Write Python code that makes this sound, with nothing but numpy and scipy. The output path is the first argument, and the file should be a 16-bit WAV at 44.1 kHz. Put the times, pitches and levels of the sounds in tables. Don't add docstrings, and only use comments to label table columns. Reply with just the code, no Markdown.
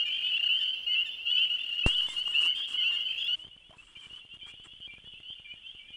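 import sys
import numpy as np
from scipy import signal
from scipy.fft import rfft, irfft, next_fast_len
from scipy.io import wavfile
from scipy.ndimage import uniform_filter1d

SR = 44100
rng = np.random.default_rng(int(sys.argv[2]) if len(sys.argv) > 2 else 0)


def int16_out(signal):
    q = np.round(np.clip(np.atleast_2d(signal).T, -1, 1) * 32767)
    wavfile.write(sys.argv[1], SR, q.astype(np.int16))


def makeup_ratio(level_db):
    decades = np.asarray(level_db, float) / 20
    return 10 ** decades


N = 262924
CAB_ON, OUTDOOR_OFF = 1.8632, 3.357
BEND = .85
PORTS = np.array([[1], [-1]])

# (multiple of the loudest partial, level [dB])
PEEP_VOICE = [(.5, -32.5), (1, 1.5), (1.5, -31.5), (2, -40.5), (2.5, -50.5), (3, -54.5), (4, -55.5),
              (4.5, -56)]
LOW_VOICE = [(1, 1), (2, -41.5)]
TRILL_VOICE = [(.5, -33), (1, 2), (1.5, -30.5), (2, -41), (2.5, -48.5), (3, -48)]


def noise(points, lo_hz, hi_hz):
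    size = next_fast_len(N)
    hz = np.fft.rfftfreq(size, 1 / SR)
    at, db = np.transpose(points)
    shape = makeup_ratio(np.interp(np.log(hz + 1), np.log(at), db)) * (hz > at[0] / 2)
    inside = (hz > lo_hz) & (hz < hi_hz)
    rms = np.sqrt(np.sum(shape[inside] ** 2) / len(hz))
    return irfft(rfft(rng.standard_normal(size)) * shape, size)[:N] / rms


def curve(table, column):
    rows = np.array(table)
    return makeup_ratio(np.interp(np.arange(N) / SR, rows[:, 0], rows[:, column]))


def walk(rate):
    k = int(SR / rate)
    steps = np.repeat(rng.standard_normal(N // k + 1), k)
    return 1.2 * uniform_filter1d(steps, k)[:N]


def add(out, at, sound):
    i = int(at * SR)
    i, sound = max(i, 0), sound[..., max(-i, 0):]
    out[..., i:i + sound.shape[-1]] += sound[..., :max(N - i, 0)]


def whistle(out, at, length, hz0, hz1, db, pan_db, voice, rise=0.006, fall=0.0035, bend=BEND,
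            flick_hz=0., hook_hz=0., flutter_db=3.0):
    t = np.arange(int((length + rise) * SR)) / SR
    end = t[-1]
    wobble, start = rng.standard_normal((3, 10)), rng.random()
    flutter, waver, rasp = (np.interp(t, np.linspace(0, end, 10), w) for w in wobble)
    swell = np.clip(np.minimum(t / rise, (end - t) / fall), 0, 1)
    swell = swell * makeup_ratio(flutter_db * flutter - 1.5 * (t / end - .5))
    hz = hz0 + (hz1 - hz0) * (t / end) ** bend + 7 * waver
    hz = hz + flick_hz * np.exp((t - end) / 0.0031) + hook_hz * np.exp(-t / 0.01)
    turns = start + np.cumsum(hz) / SR + PORTS * pan_db * 0.0072
    tone = 0
    for (k, g), tint in zip(voice, rng.standard_normal(8)):
        partial_db = g + (k != 1) * (2.4 * tint + 2.0 * rasp)
        tone = tone + makeup_ratio(partial_db) * np.sin(2 * np.pi * k * turns)
    tick_hz = 1900 + 250 * wobble[0, 0]
    tick = makeup_ratio(-15.0) * np.exp((t - end + fall / 2) / 0.00095) * np.sin(2 * np.pi * tick_hz * t)
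    add(out, at - rise / 2, np.sqrt(2) * makeup_ratio(db + PORTS * pan_db / 2) * swell * (tone + tick))


def peeps(frogs, flutter_db):
    out = np.zeros((2, N))
    for (hz, climb, *place), calls in frogs:
        pan_db, bright_db = (*place, 0, 0)[:2]
        low, steep = hz < 2500, climb > 5000
        bend = .55 if hz > 3330 and climb < 6660 else BEND
        voice = LOW_VOICE if low else [(k, db + bright_db * (k > 1)) for k, db in PEEP_VOICE]
        for at, length, db in calls:
            whistle(out, at, length, hz, hz + climb * length, db, pan_db, voice,
                    flick_hz=320 * steep, hook_hz=120 * low, flutter_db=flutter_db, bend=bend)
    return out


def trills():
    # (time [s], notes [count], first gap [s], last gap [s], start [Hz], end [Hz])
    trains = [
        (0.123, 15, .0195, .036, 2400, 2880),
        (1.335, 20, .019, .033, 2505, 2915),
        (3.086, 10, .018, .024, 2580, 2780),
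        (.51, 9, 0.018, .028, 2900, 3100),
        (.082, 7, .02, .022, 2690, 2850),
        (2.595, 4, .018, .02, 3130, 3250),
    ]
    # (first level [dB], last level [dB], lateness of slowing [exponent], lateness of climb [exponent])
    shapes = [(-45, -28, 2.2, 1.3), (-46, -35, 1.9, .9), (-42, -39.5, 1.5, .9), (-43, -39.5, 1.5, 1.4),
              (-41, -40, 1.1, 1.1), (-35, -39, 1.1, 1.1)]
    out = np.zeros((2, N))
    for (at, notes, gap0, gap1, hz0, hz1), (db0, db1, slowing, climbing) in zip(trains, shapes):
        for x in np.linspace(0, 1, notes):
            gap = gap0 + (gap1 - gap0) * x ** slowing
            hz = hz0 + (hz1 - hz0) * x ** climbing
            early, weak = rng.standard_normal(2)
            db = db0 + (db1 - db0) * x ** 1.55 + .7 * weak
            whistle(out, at + .0007 * early, .52 * gap, hz - 30, hz + 30, db, 1.2, TRILL_VOICE,
                    rise=0.002964, fall=0.0041)
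            at += gap
    return out


def squeaks():
    # (time [s], length [s], start [Hz], end [Hz], level [dB])
    falls = [
        (0.055, 0.039, 1840, 1716, -61.5),
        (0.598, 0.043, 1835, 1743, -60),
        (1.057, 0.039, 1860, 1720, -61),
        (1.736, 0.018, 1840, 1750, -67),
        (2.326, 0.046, 1860, 1740, -61),
        (2.92, 0.047, 1874, 1720, -59),
    ]
    # (multiple of the fundamental, level [dB])
    overtones = [(1, 3.5), (2, 6), (3, -6.5), (4, -5.5), (5, -10.5), (6, -16)]
    out = np.zeros((2, N))
    for row in falls:
        whistle(out, *row, -1.2, overtones, rise=0.0026, fall=0.0058, bend=0.64, flutter_db=2.5)
    return out


def echoes(x, t60, wet_db, spread):
    t = np.arange(int(t60 * SR)) / SR
    mid, side = rng.standard_normal((2, len(t))) * makeup_ratio(-60 * t / t60) * np.clip(t / 0.0042, 0, 1)
    tail = (mid + spread * side * PORTS) / np.sqrt(np.sum(mid ** 2))
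    return x + makeup_ratio(wet_db) * signal.fftconvolve(x, tail, axes=1)[:, :N]


def crowd(start, end, hz, spread_hz, wet_db, count):
    out = np.zeros((2, N))
    for u, (a, b, c, d) in zip(rng.random(count), rng.standard_normal((count, 4))):
        pitch = hz + spread_hz * np.tanh(.4 * a)
        whistle(out, start + u * (end - start), 0.0463 * np.exp(0.298 * b), pitch, pitch + 160,
                2.0 * c, 2.1 * d, PEEP_VOICE[:3])
    out = echoes(out, 0.76, wet_db, 0.1)
    return out / np.sqrt(np.mean(out ** 2) * N / SR / (end - start))


# (time [s], level [dB])
CROWD = [
    [(0.0, -27), (.7, -32), (1.2, -34.5), (1.6, -33), (2.1, -35.5), (2.7, -29.5), (3.15, -30.5),
     (3.35, -32)],
    [(3.37, -52.5), (3.67, -60.5), (4.1, -54), (4.54, -50.5), (5.0, -51), (5.4, -51), (5.96, -51)],
]


def breath(near, trilled):
    # (frequency [Hz], level [dB])
    breathy = [(1300, -12), (2000, 6), (3700, -5.5), (4600, -10), (6500, -6), (9500, -8), (11000, -21.5)]
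    effort = makeup_ratio(-45.0) * np.abs(near[0]) + makeup_ratio(-54.5) * np.abs(trilled[0]) ** 0.25
    return uniform_filter1d(effort, 120) * noise(breathy, 1300, 11000)


def marsh_air():
    # (frequency [Hz], level [dB])
    outdoor = [(30, -2), (200, -8.5), (700, -8.5), (1500, -17), (2200, -8), (4500, -12), (7000, -26.5),
               (10000, -27), (12000, -25), (16000, -29.5)]
    mid = noise(outdoor, 11700, 14650)
    side = noise([(300, -24.0), (1500, -22.0), (4500, -19.5), (9000, -40.5)], 300, 9000)
    return makeup_ratio(-80.5 + 0.5 * walk(3.8)) * (mid + side * PORTS)


def snap():
    t = np.arange(N) / SR
    shape = [(8000, -13), (10000, -9), (13000, -2.0), (14300, -25), (15500, -23)]
    return makeup_ratio(-44.5 - 60 * np.abs(t - 3.247) / 0.0022) * noise(shape, 8000, 15500)


def marsh():
    deep = [
        ((2610.5, 3901.5, 0.5, -3.5), [(.491, 0.082, -30), (.953, .08, -29.5), (1.19, 0.083, -44), (1.374, .1, -31), (1.836, .08, -29), (2.342, 0.087, -29.5), (2.43, 0.108, -31.5), (2.841, .072, -30.5)]),
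        ((2540, 590, -2.4), [(.865, 0.065, -50), (1.065, 0.032, -55.5), (1.135, .04, -61.5), (1.795, 0.044, -56), (2.545, 0.034, -57.5)]),
        ((2752, 3296.5, -3.5, 6.5), [(.733, .115, -45), (3, 0.02, -39), (2.2, 0.015, -47), (2.8, 0.087, -39.5)]),
        ((2715, 3200, 1.6, 1.5), [(1.267, 0.039, -33), (1.71, 0.048, -37.5), (2.625, 0.1, -49.5), (2.913, .07, -36), (3.293, 0.061, -41.5)]),
        ((2778.5, 2700, -1, 2), [(-.01, .045, -29.5), (.615, 0.134, -35.5), (1.112, .05, -47.5), (1.995, .045, -35), (2.955, .04, -37)]),
        ((2652, 2599, -3, 6), [(.745, 0.058, -46), (1.048, 0.045, -43.5), (1.14, 0.046, -56.5), (2.205, 0.03, -52)]),
    ]
    middle = [
        ((2807, 3280, 1.33, 0.73), [(.055, 0.12, -35.5), (.866, 0.08, -30.5), (1.499, 0.06, -31), (1.257, 0.072, -33), (2.165, 0.061, -34), (2.255, 0.027, -32.5), (2.287, 0.051, -37.5), (2.35, .057, -28.5), (2.429, 0.082, -30.5), (3.18, 0.051, -39.5), (3.28, .07, -30)]),
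        ((2853, 2402.5, 2.5, 1.5), [(.224, .085, -33.5), (1.3, 0.091, -31), (1.765, 0.0079, -35), (3.7, 0.068, -32), (2.811, .085, -31.5)]),
        ((2850.5, 2701.5, -1, -1), [(.948, 0.071, -33), (2.736, .1, -33), (2.739, 0.069, -40)]),
        ((2885.5, 2427.5, 1.5, -2.5), [(.312, 0.054, -30), (.487, 0.091, -30), (.928, 0.033, -32), (1.35, 0.1, -30.5), (1.946, 0.062, -30), (2.01, .055, -33), (3.005, 0.031, -35)]),
        ((2990, 1900, 0.86, 1.16), [(.18, 0.1, -46), (.605, 0.055, -30.5), (.425, 0.034, -37.5), (1.04, 0.032, -46.5), (1.09, 0.014, -39), (1.165, .03, -47.5), (1.912, 0.027, -32.5), (2.2, 0.055, -46.5), (3.053, 0.07, -34)]),
    ]
    high = [
        ((2760, 5000, 1.3, 1.3), [(1.64, 0.054, -41.5), (1.786, 0.042, -32.5)]),
        ((3110, 1830, 2.5, 1.3), [(-.01, 0.029, -34), (.576, 0.018, -33), (1.84, 0.065, -47), (2.1, 0.073, -50), (.675, 0.033, -37.5), (1.958, 0.052, -38.5), (2.547, 0.075, -37), (2.961, 0.033, -38.5)]),
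        ((3095, 5400, 1.8, 2.8), [(.325, 0.058, -43.5), (1.262, 0.055, -40.5), (1.89, 0.061, -38.5), (2.578, 0.07, -40), (3.208, 0.067, -37.5)]),
        ((3390.5, 3401.5, -4, 0.5), [(.242, 0.052, -49.5), (1.11, .047, -49), (1.591, 0.048, -48), (2.07, 0.053, -48), (2.555, 0.043, -48.5), (3.193, 0.034, -47)]),
        ((3230, 4300, 2.3, 9.5), [(0.12, 0.056, -54), (0.58, 0.047, -50), (1.36, 0.039, -40.5), (0.75, .045, -55.5), (.99, 0.028, -51), (1.79, 0.028, -49), (3, .03, -48), (3.175, 0.047, -41.5), (0.96, .025, -53)]),
        ((2105, -100, .5), [(.885, .087, -50.5), (2.083, 0.056, -52), (2.774, 0.055, -50.5), (2.95, 0.11, -59)]),
        ((2150, 280, .5), [(2.478, 0.024, -54), (2.512, 0.03, -55), (2.965, 0.018, -57)]),
    ]
    far = crowd(-.03, OUTDOOR_OFF, 2900, 428.7, -1.2, count=450) * curve(CROWD[0], 1) * makeup_ratio(-10)
    near, trilled = peeps(deep + middle + high, 1.9), trills() + squeaks()
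    whistle(near, 0.054, 0.053, 2460, 2375, -43.0, 3.2, TRILL_VOICE)
    calls = near + trilled + far + breath(near, trilled)
    return echoes(calls, 0.97, -13, 0.4) + marsh_air() + snap()


def thump():
    out, t = np.zeros(N), np.arange(SR // 2) / SR
    kick = (1 - np.exp(-t / 0.000084)) * (np.exp(-t / 0.0032) + 0.011 * np.exp(-t / 0.011))
    rebound = 0.019 * np.exp(-t / .2) * (1 - np.exp(-t / .02))
    add(out, CAB_ON, makeup_ratio(-9.5) * (rebound - kick))
    return out


def cloth():
    # (time [s], length [s], treble [dB], low rub [dB])
    brushes = [(1.842, 0.061, -46.5, -47.5), (1.883, 0.077, -59.5, -62), (1.949, 0.15, -61.5, -62.5),
               (2.079, 0.14, -59, -61.5), (2.208, 0.087, -66.5, -72), (2.261, 0.078, -62, -62),
               (2.33, 0.11, -66.5, -63), (2.4, 0.091, -55.5, -59), (2.542, 0.087, -62.5, -61),
               (2.67, 0.11, -60, -60.5), (2.782, 0.27, -72, -67), (3.277, 0.17, -74, -75),
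               (3.754, 0.27, -76, -71), (3.992, 0.22, -73, -68.5), (4.336, 0.029, -65.5, -64),
               (4.456, 0.073, -68, -65.5), (4.633, 0.054, -71.5, -68)]
    # (frequency [Hz], level [dB])
    swish_shape = [(1500, -17.5), (3000, 4), (5500, 0.5), (6300, 0), (7800, -4), (9000, -1.5),
                   (10500, -2.5), (11200, -17)]
    strokes = np.zeros((2, N))
    for at, length, treble_db, low_db in brushes:
        t = np.arange(int(length * SR)) / SR
        swell = np.clip(np.minimum(t / 0.02, (length - t) / 0.027), 0, 1)
        add(strokes, at, makeup_ratio(np.array([[treble_db], [low_db]])) * swell)
    swish = strokes[0] * makeup_ratio(-2.5 + 1.8 * walk(120) + .8 * walk(25)) * noise(swish_shape, 6500, 11000)
    fold_shape = [(6500, -23), (7300, -1.5), (8300, -1.0), (9300, -23)]
    fold = strokes[0] * makeup_ratio(-3.5 + 5.4 * walk(14)) * noise(fold_shape, 6500, 9300)
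    rub_shape = [(180, -10.0), (330, 1), (600, -14.5), (1150, 4.0), (1700, 0.0), (2600, -5.0), (4000, -46.5)]
    rub = strokes[1] * makeup_ratio(3.3 * walk(40)) * noise(rub_shape, 690, 1350)
    return swish + fold + rub


def cab_air():
    # (frequency [Hz], level [dB])
    rumble = [(25, 1), (120, -10), (400, -18.5), (1000, -22.5), (1800, -26), (2300, -14.5), (4500, -32.5),
              (8000, -32.5), (11000, -36)]
    whine = makeup_ratio(-87) * noise([(8500, -40), (8660, 0), (8740, 0), (8900, -40)], 8000, 9500)
    return makeup_ratio(-67.5 + .8 * walk(8)) * noise(rumble, 21, 11000) + whine


def knocks():
    # (time [s], frequency [Hz], t60 [s], level [dB])
    hits = [
        (2.086, 920, 0.013, -37),
        (2.277, 1115, 0.016, -35.5),
        (2.903, 10300, .006, -70),
        (3.44, 700, 0.027, -50),
        (3.606, 556, 0.027, -60),
        (3.694, 910, 0.022, -58),
        (3.706, 640, 0.051, -48),
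        (3.727, 745, 0.077, -53),
        (3.736, 1030, 0.052, -53),
        (3.748, 990, 0.044, -55),
    ]
    out, t = np.zeros(N), np.arange(4000) / SR
    for at, hz, t60, db in hits:
        rattle = 1 + 0.63 * uniform_filter1d(rng.standard_normal(len(t)), 24) * 5
        add(out, at, makeup_ratio(db - 60 * t / t60) * np.sin(2 * np.pi * hz * t) * rattle)
    return out


def creak():
    # (start [s], end [s], frequency [Hz], level [dB])
    start, end, hz, db = (3.225, 3.5, 312, -70.5)
    out, t = np.zeros(N), np.arange(int((end - start) * SR)) / SR
    buzz = sum(makeup_ratio(-1.5 * k) * np.sin(2 * np.pi * (k + 1) * hz * t + k * k) for k in range(4))
    swell = np.clip(np.minimum(t, t[-1] - t) / 0.027, 0, 1)
    add(out, start, makeup_ratio(db + 3 * walk(35)[:len(t)]) * swell * buzz)
    return out


def grip_ticks():
    shifts = [3.449, 3.469, 3.482, 3.565, 3.696, 3.769, 3.97, 4.068, 4.109, 4.13, 4.251, 4.34, 4.37, 4.432,
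              4.468, 4.539, 4.599, 4.669, 4.735, 4.803, 4.877, 4.938, 4.983, 5.043, 5.074, 5.138, 5.202,
              5.303, 5.398, 5.539, 5.749, 5.905]
    out, t = np.zeros(N), np.arange(1200) / SR
    for at in shifts:
        grit = 1 + 0.41 * uniform_filter1d(rng.standard_normal(len(t)), 16) * 4
        push = np.exp(-((t - .006) / 0.00071) ** 2)
        overshoot = 0.5 * np.exp(-((t - .0092) / 0.0024) ** 2)
        add(out, at - .006, makeup_ratio(-48.5 + .5 * rng.standard_normal()) * (overshoot - push) * grit)
    return out


def dropouts(x):
    # (centre time [s], length [s])
    gaps = [(3.385, 0.0039), (3.4439, 0.003), (3.4745, 0.0065), (3.5652, 0.0098), (3.567, 0.0027),
            (3.756, 0.0039), (3.778, 0.0068), (3.8218, 0.0053), (3.865, 0.0053), (3.948, 0.0093),
            (4.052, 0.0022), (4.0857, 0.0029), (4.157, 0.0079), (4.286, 0.0071), (4.3782, 0.006),
            (4.387, 0.0073), (4.561, 0.0027), (4.643, 0.0038), (4.779, 0.0037), (4.877, 0.0079),
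            (4.892, 0.0047), (4.9054, 0.0028), (4.958, 0.005), (4.986, 0.005), (5.0176, 0.0036),
            (5.046, 0.0041), (5.116, 0.0025), (5.1995, 0.004), (5.2271, 0.0052), (5.349, 0.0046),
            (5.417, 0.0033), (5.433, 0.0022), (5.7226, 0.0025), (5.7633, 0.0026), (5.8445, 0.0064),
            (5.873, 0.003), (5.935, 0.0023)]
    t, gain = np.arange(N) / SR, makeup_ratio(2 * walk(170))
    for at, length in gaps:
        gain = np.where(np.abs(t - at) < length / 2, makeup_ratio(-34), gain)
    band, low = (signal.sosfiltfilt(signal.butter(4, hz, "bandpass", fs=SR, output="sos"), x)
                 for hz in ((2580, 3750), (2300, 2560)))
    return x + (uniform_filter1d(gain, size=40) - 1) * band + (makeup_ratio(2.5 * walk(82)) - 1) * low


def cab_chorus():
    # frogs, each ((start [Hz], climb [Hz/s]), calls (time [s], length [s], level [dB]))
    deep = [
        ((2340, 190), [(3.959, 0.018, -57), (4.016, 0.046, -54.5), (4.41, 0.024, -55), (4.445, 0.014, -59), (4.468, 0.027, -55), (4.873, 0.079, -53.5), (5.446, 0.075, -51)]),
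        ((2400, 160), [(4.066, 0.016, -72.5), (4.5, 0.042, -59), (4.962, 0.013, -55.5), (5.516, 0.039, -53), (5.878, 0.13, -58)]),
        ((2240, 1800), [(5.792, 0.088, -58.5)]),
        ((2590, 4050), [(3.61, 0.039, -64.5), (3.781, 0.028, -55), (5.141, 0.066, -55), (5.632, 0.092, -55.5)]),
        ((2710, 3000), [(4.128, 0.026, -59), (4.905, 0.044, -54.5), (4.213, 0.055, -53.5), (4.303, 0.058, -52), (5.256, 0.13, -56.5), (5.777, 0.07, -61)]),
        ((2856, 3330), [(3.39, 0.071, -51), (3.512, 0.048, -55.5), (3.82, 0.021, -58), (4.025, 0.045, -56), (4.572, 0.072, -52.5), (4.809, 0.052, -51), (5.051, 0.046, -51), (5.123, 0.052, -55), (5.231, 0.069, -50.5), (5.485, 0.05, -49), (3.645, 0.028, -57.5), (5.932, 0.048, -50)]),
    ]
    high = [
        ((2800, 1680), [(3.87, 0.047, -62), (4.495, 0.05, -54.5), (5.355, 0.075, -56)]),
        ((2800, 3300), [(4.158, .06, -62), (4.1, 0.08, -46.5), (4.687, 0.091, -55), (5.43, 0.06, -61.5), (5.56, 0.042, -55.5), (5.747, 0.074, -55), (3.951, 0.02, -52.5)]),
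        ((3010, 3550), [(3.575, 0.012, -55), (4.01, 0.042, -55.5), (5.888, 0.033, -55.5), (4.29, 0.056, -60), (4.412, 0.045, -50.5), (5.62, 0.11, -59), (5.752, 0.061, -57.5)]),
        ((3020, 3860), [(3.435, 0.045, -51), (3.7, 0.045, -62.5), (4.225, 0.036, -71), (3.963, 0.049, -51), (4.415, 0.086, -52), (4.806, 0.066, -49.5), (5.283, 0.051, -46), (5.355, 0.041, -57.5), (5.66, 0.056, -46.5)]),
        ((3230, 4150), [(3.635, 0.054, -66), (3.9, 0.043, -64.5), (4.16, 0.044, -59.5), (4.42, 0.038, -64), (4.52, 0.08, -64), (4.682, 0.054, -57.5), (5.031, 0.057, -61.5), (5.28, 0.066, -55.5), (5.607, 0.087, -65.5), (5.882, 0.054, -61.5)]),
    ]
    # (time [s], frequency [Hz])
    pips = [
        (4.98, 1690),
        (5.046, 1820),
        (5.195, 2070),
        (5.383, 2430),
        (5.463, 1734),
        (5.574, 1810),
        (5.69, 2080),
        (5.879, 1760),
    ]
    indoors = np.arange(N) / SR > OUTDOOR_OFF
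    low = peeps(deep[:3], 2.0)
    rasp_shape = [(1500, -50), (1900, -7), (2200, 6), (2450, 5.5), (2650, -9), (3000, -60)]
    low = low + makeup_ratio(-13) * uniform_filter1d(np.abs(low), size=900) * noise(rasp_shape, 1700, 3500)
    level = curve(CROWD[1], 1) * indoors
    far = crowd(3.3, N / SR, 2970, 521.0, 0.5, count=400) * level * makeup_ratio(-7)
    heard = low + peeps(deep[3:] + high, 2.1) + far
    for at, hz in pips:
        whistle(heard, at, 0.014, hz, hz, -70.0 + 9 * (hz > 2300), 0, LOW_VOICE)
    wash_shape = [(2450, -23.0), (2700, 0.0), (3550, -5), (3750, -34.5)]
    heard += makeup_ratio(-10.0) * level * noise(wash_shape, 2450, 3700)
    return echoes(heard, 0.24, -11.5, 0)[0]


def scene():
    t = np.arange(N) / SR
    outdoors = marsh() * np.clip((OUTDOOR_OFF - t) / 0.0012, 0, 1)
    handling = thump() + knocks() + creak() + grip_ticks()
    cab = dropouts(cab_chorus()) + (cloth() + cab_air()) * (t > CAB_ON) + handling
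    dull = signal.sosfiltfilt(signal.ellip(8, .2, 60, 11100, fs=SR, output="sos"), cab)
    return outdoors + dull


def band_limit(x):
    return signal.sosfilt(signal.butter(12, 15720, fs=SR, output="sos"), x)


def record(dry):
    return band_limit(dry)


dry = scene()
out = record(dry)
int16_out(out)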